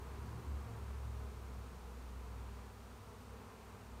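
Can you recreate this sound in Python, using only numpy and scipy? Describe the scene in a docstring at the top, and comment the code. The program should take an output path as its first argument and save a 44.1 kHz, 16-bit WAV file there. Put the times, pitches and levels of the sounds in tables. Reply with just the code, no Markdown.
"""Honeybees circle among garden trees, over the hiss of open air and a faint far-off hum.
From the start, many wingbeats, each on its own wandering pitch, merge into a soft buzz.
A distant engine drones underneath, swelling briefly and running fastest at about half a second.
It then eases off to a lower note and fades from about three seconds on, while the bees keep buzzing."""
import sys
import numpy as np
from scipy import signal
from scipy.fft import rfft, irfft
from scipy.io import wavfile

SR = 44100
rng = np.random.default_rng(int(sys.argv[2]) if len(sys.argv) > 2 else 0)


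def transcribe(u):
    """Save the signal u as a 16-bit wav file named by the first command-line argument.

    u: samples, shape (n,) or (channels, n), limited to [-1, 1]; the rate is SR.
    q: integer samples, one column per channel.
    """
    v = np.clip(np.atleast_2d(u).T, -1, 1)
    q = np.round(v * 32767).astype(np.int16)
    wavfile.write(sys.argv[1], SR, q)


N = 176400
T = np.arange(N) / SR
HZ = np.fft.rfftfreq(N, 1 / SR)

# the hiss of open air, from low to high (frequency [Hz], relative level [dB])
AIR_SPECTRUM = [(15, -29), (40, 1), (70, 9), (130, 1.5), (195, 4), (300, -3), (560, -3.5), (1000, -2),
                (1300, -3.5), (1900, -13), (2500, -11.5), (3200, -15), (4500, -15.5), (5200, -16.5),
                (7000, -17), (9000, -18), (10000, -21.5), (12000, -21.5), (13500, -23), (16000, -24)]
# the hiss settles slightly (time [s], gain [dB])
AIR_FADE = [(0, .6), (1, 0.52), (2, -.1), (4, -.4)]
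# the tones of the far-off hum (pitch [Hz], base level [dB], waver width [Hz])
HUM_TONES = [(100.4, -61.5, 2.07), (90.3, -68.5, 2.5), (137.2, -70.5, 2.95)]
# the hum rises and dips (time [s], gain [dB])
HUM_FADE = [(0, 2.5), (1.5, -2.5), (2, -11), (2.2, 1), (2.6, -1), (2.8, -3), (3, 2.5), (3.35, -1.5),
            (3.55, -7), (3.8, 3.5), (4, -3)]
# the engine's deep exhaust note (time [s], firing rate [Hz], base level [dB])
EXHAUST_NOTE = [(0.0, 65.9, -51), (0.19, 66.83, -47.5), (0.38, 70.7, -50.5), (0.41, 71.36, -59),
                (0.49, 71.06, -41), (0.57, 69.55, -41), (0.69, 68.3, -53), (0.89, 68, -44.5),
                (1.05, 68.0, -44.5), (1.29, 66.3, -45), (1.32, 65.6, -51), (1.57, 64.3, -48),
                (1.83, 62.37, -55), (1.85, 62.4, -50.5), (2.48, 62.3, -48.5), (2.78, 62.85, -57.5),
                (2.95, 62.2, -55), (2.99, 62.5, -67), (3.12, 62.9, -59), (3.24, 64.1, -61),
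                (3.31, 63.96, -53), (3.48, 63.8, -71), (3.69, 63.9, -55.5), (3.75, 61.2, -67),
                (3.94, 61.3, -53.5), (4.0, 61.4, -57)]
# loudness of a higher tone that follows that note (time [s], base level [dB])
UPPER_TONE_FADE = [(0, -52.5), (.15, -61.5), (.33, -52), (.5, -62), (.78, -53.5), (1.0, -56.5), (1.2, -60),
                   (1.45, -61), (1.9, -72), (2.3, -68), (2.8, -72), (4, -69)]
# the engine's fainter tones (pitch [times the firing rate], base level [dB], waver width [Hz])
FAINT_TONES = [(.6, -67, 4), (2.149, -69, 6), (3.099, -66.5, 5.8)]
# road rumble, from low to high (frequency [Hz], relative level [dB])
RUMBLE_SPECTRUM = [(20, -38), (40, -10), (75, -2), (120, -5.5), (175, -8.5), (280, -16.5), (380, -11),
                   (550, -29.5), (1000, -17.5), (2000, -31.5), (5000, -53.5)]
# the fainter tones and the rumble fade into the distance (time [s], gain [dB])
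DISTANCE_FADE = [(0, -1.5), (.35, 1.5), (.9, -4), (1.5, -4.5), (2.3, -7.5), (3, -13), (4, -9.5)]
# strength of a wingbeat's overtones (frequency [Hz], relative level [dB])
WING_SPECTRUM = [(220, -0.5), (450, 1), (690, -7.5), (950, -3.5), (1200, -5.5), (1600, -13), (2400, -17),
                 (3500, -25), (5000, -26)]
# the whole buzz gets a little louder and softer (time [s], gain [dB])
SWARM_FADE = [(0, 1.5), (.5, -0.5), (.9, 1), (1.3, -.5), (2, -0.5), (2.7, 0), (3.3, -1), (4, 0.5)]
# narrow dips in the microphone's treble (frequency [Hz], width [Hz], gain [dB])
TREBLE_DIPS = [(4930, 84, -2.5), (7600, 180, -2), (10500, 250, -3.5)]

AIR_DB, RUMBLE_DB, SWARM_DB = -60, -55, -59  # levels before the fades
WING_HZ, WING_SPREAD = 226.17, .085  # average wingbeat; share by which the bees differ
WING_DRIFT, WING_JITTER = .033, .004  # slow and quick pitch changes, as shares of a bee's pitch
FLIGHT_SWING_DB, NEAR_BEE_DB = 4.5, 4


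def amp(db):
    """Turns decibels into a number to multiply a sound by."""
    return 10 ** (np.asarray(db) / 20)


def unit(x):
    """Scales a signal to an average strength (rms) of one."""
    return x / np.sqrt(np.mean(x ** 2) + 1e-20)


def fader(points):
    """A volume control that follows a table over time."""
    return amp(np.interp(T, *np.transpose(points)))


def level_at(spectrum, hz):
    """Looks up a spectrum's decibels at any frequency, on a log scale."""
    frequencies, db = np.transpose(spectrum)
    return np.interp(np.log(hz + 1), np.log(frequencies + 1), db)


def noise(spectrum):
    """Random noise with the given balance of low and high."""
    return unit(irfft(rfft(rng.standard_normal(N)) * amp(level_at(spectrum, HZ)), N))


def wander(rate_hz, size=2048):
    """A smooth random curve that changes about rate_hz times a second."""
    step_s = 2 * N / SR / size
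    hz = np.fft.rfftfreq(size, step_s)
    keep_slow = np.exp(-.5 * (hz / rate_hz) ** 2) * (hz > 0)
    curve = unit(irfft(rfft(rng.standard_normal(size)) * keep_slow))
    return np.interp(T, np.arange(size) * step_s, curve)


def cycles(hz):
    """Counts a pitch's vibrations so far, from a random start."""
    return np.cumsum(hz) / SR + rng.random()


def wavering(hz, db, width_hz, waver_db=3):
    """A tone whose pitch and level waver on the way through the air."""
    loudness = amp(waver_db * wander(width_hz))
    pitch = hz + .5 * width_hz * wander(width_hz)
    return amp(db) * unit(loudness * np.sin(2 * np.pi * cycles(pitch)))


def open_air():
    """The air hisses evenly, and a few low tones make a far-off hum."""
    hum = sum(wavering(hz, db, width, waver_db=2) for hz, db, width in HUM_TONES)
    hiss = amp(AIR_DB) * noise(AIR_SPECTRUM)
    return fader(AIR_FADE) * hiss + fader(HUM_FADE) * hum


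def engine(upper_ratio=1.62, swell_at_s=.31, swell_width_s=.12):
    """The engine's firing makes a deep note; fainter tones and road rumble recede with it."""
    times, rates, levels = np.transpose(EXHAUST_NOTE)
    firing_hz = np.interp(T, times, rates)
    note = amp(np.interp(T, times, levels)) * wavering(firing_hz, db=.07, width_hz=.42, waver_db=.5)
    upper = fader(UPPER_TONE_FADE) * wavering(firing_hz * upper_ratio, db=1.5, width_hz=2.7, waver_db=4.6)
    faint = sum(wavering(firing_hz * ratio, db, width) for ratio, db, width in FAINT_TONES)
    rumble = amp(RUMBLE_DB) * noise(RUMBLE_SPECTRUM)
    rise_and_fall = np.exp(-((T - swell_at_s) / swell_width_s) ** 2)
    swell = rise_and_fall * wavering(hz=151, db=-58, width_hz=3.6, waver_db=4.5)
    return note + upper + swell + fader(DISTANCE_FADE) * (faint + rumble)


def swarm(bees=30, stroke_size=2048):
    """Each bee repeats one wing stroke; its pitch drifts and its loudness swings as it circles."""
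    buzz = np.zeros(N)
    multiples = np.arange(stroke_size // 2 + 1)
    for bee, pitch_offset in enumerate(np.linspace(-1, 1, bees)):
        hz = WING_HZ * (1 + np.sqrt(3) * WING_SPREAD * pitch_offset)
        overtone_hz = multiples * hz
        in_range = (overtone_hz > 0) & (overtone_hz < WING_SPECTRUM[-1][0])
        strengths = amp(level_at(WING_SPECTRUM, overtone_hz)) * in_range
        # the overtones, each shifted at random, add up to one stroke
        stroke = unit(irfft(strengths * np.exp(2j * np.pi * rng.random(len(multiples)))))
        beat_hz = hz * (1 + WING_DRIFT * wander(rate_hz=1.8) + WING_JITTER * wander(rate_hz=9.98))
        place_in_stroke = cycles(beat_hz) % 1 * stroke_size
        nearness = amp(NEAR_BEE_DB * (bee % 5 == 2))  # every fifth bee flies nearer
        circling = unit(amp(FLIGHT_SWING_DB * wander(rate_hz=2.43)))
        buzz += nearness * circling * np.interp(place_in_stroke, np.arange(stroke_size), stroke)
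    return amp(SWARM_DB) * fader(SWARM_FADE) * unit(buzz)


def scene():
    """Bees, engine and air mix in one channel."""
    return (swarm() + engine() + open_air())[None]


def record(dry, cutoff_hz=15650):
    """The microphone softens three narrow bands of treble; the very highest sound is cut off."""
    dips_db = sum(db * np.exp(-.5 * ((HZ - hz) / width) ** 2) for hz, width, db in TREBLE_DIPS)
    heard = irfft(rfft(dry) * amp(dips_db), N)
    low_pass = signal.firwin(1023, cutoff_hz, window=("kaiser", 9), fs=SR)
    return signal.oaconvolve(heard, low_pass[None], "same")


dry = scene()
out = record(dry)
transcribe(out)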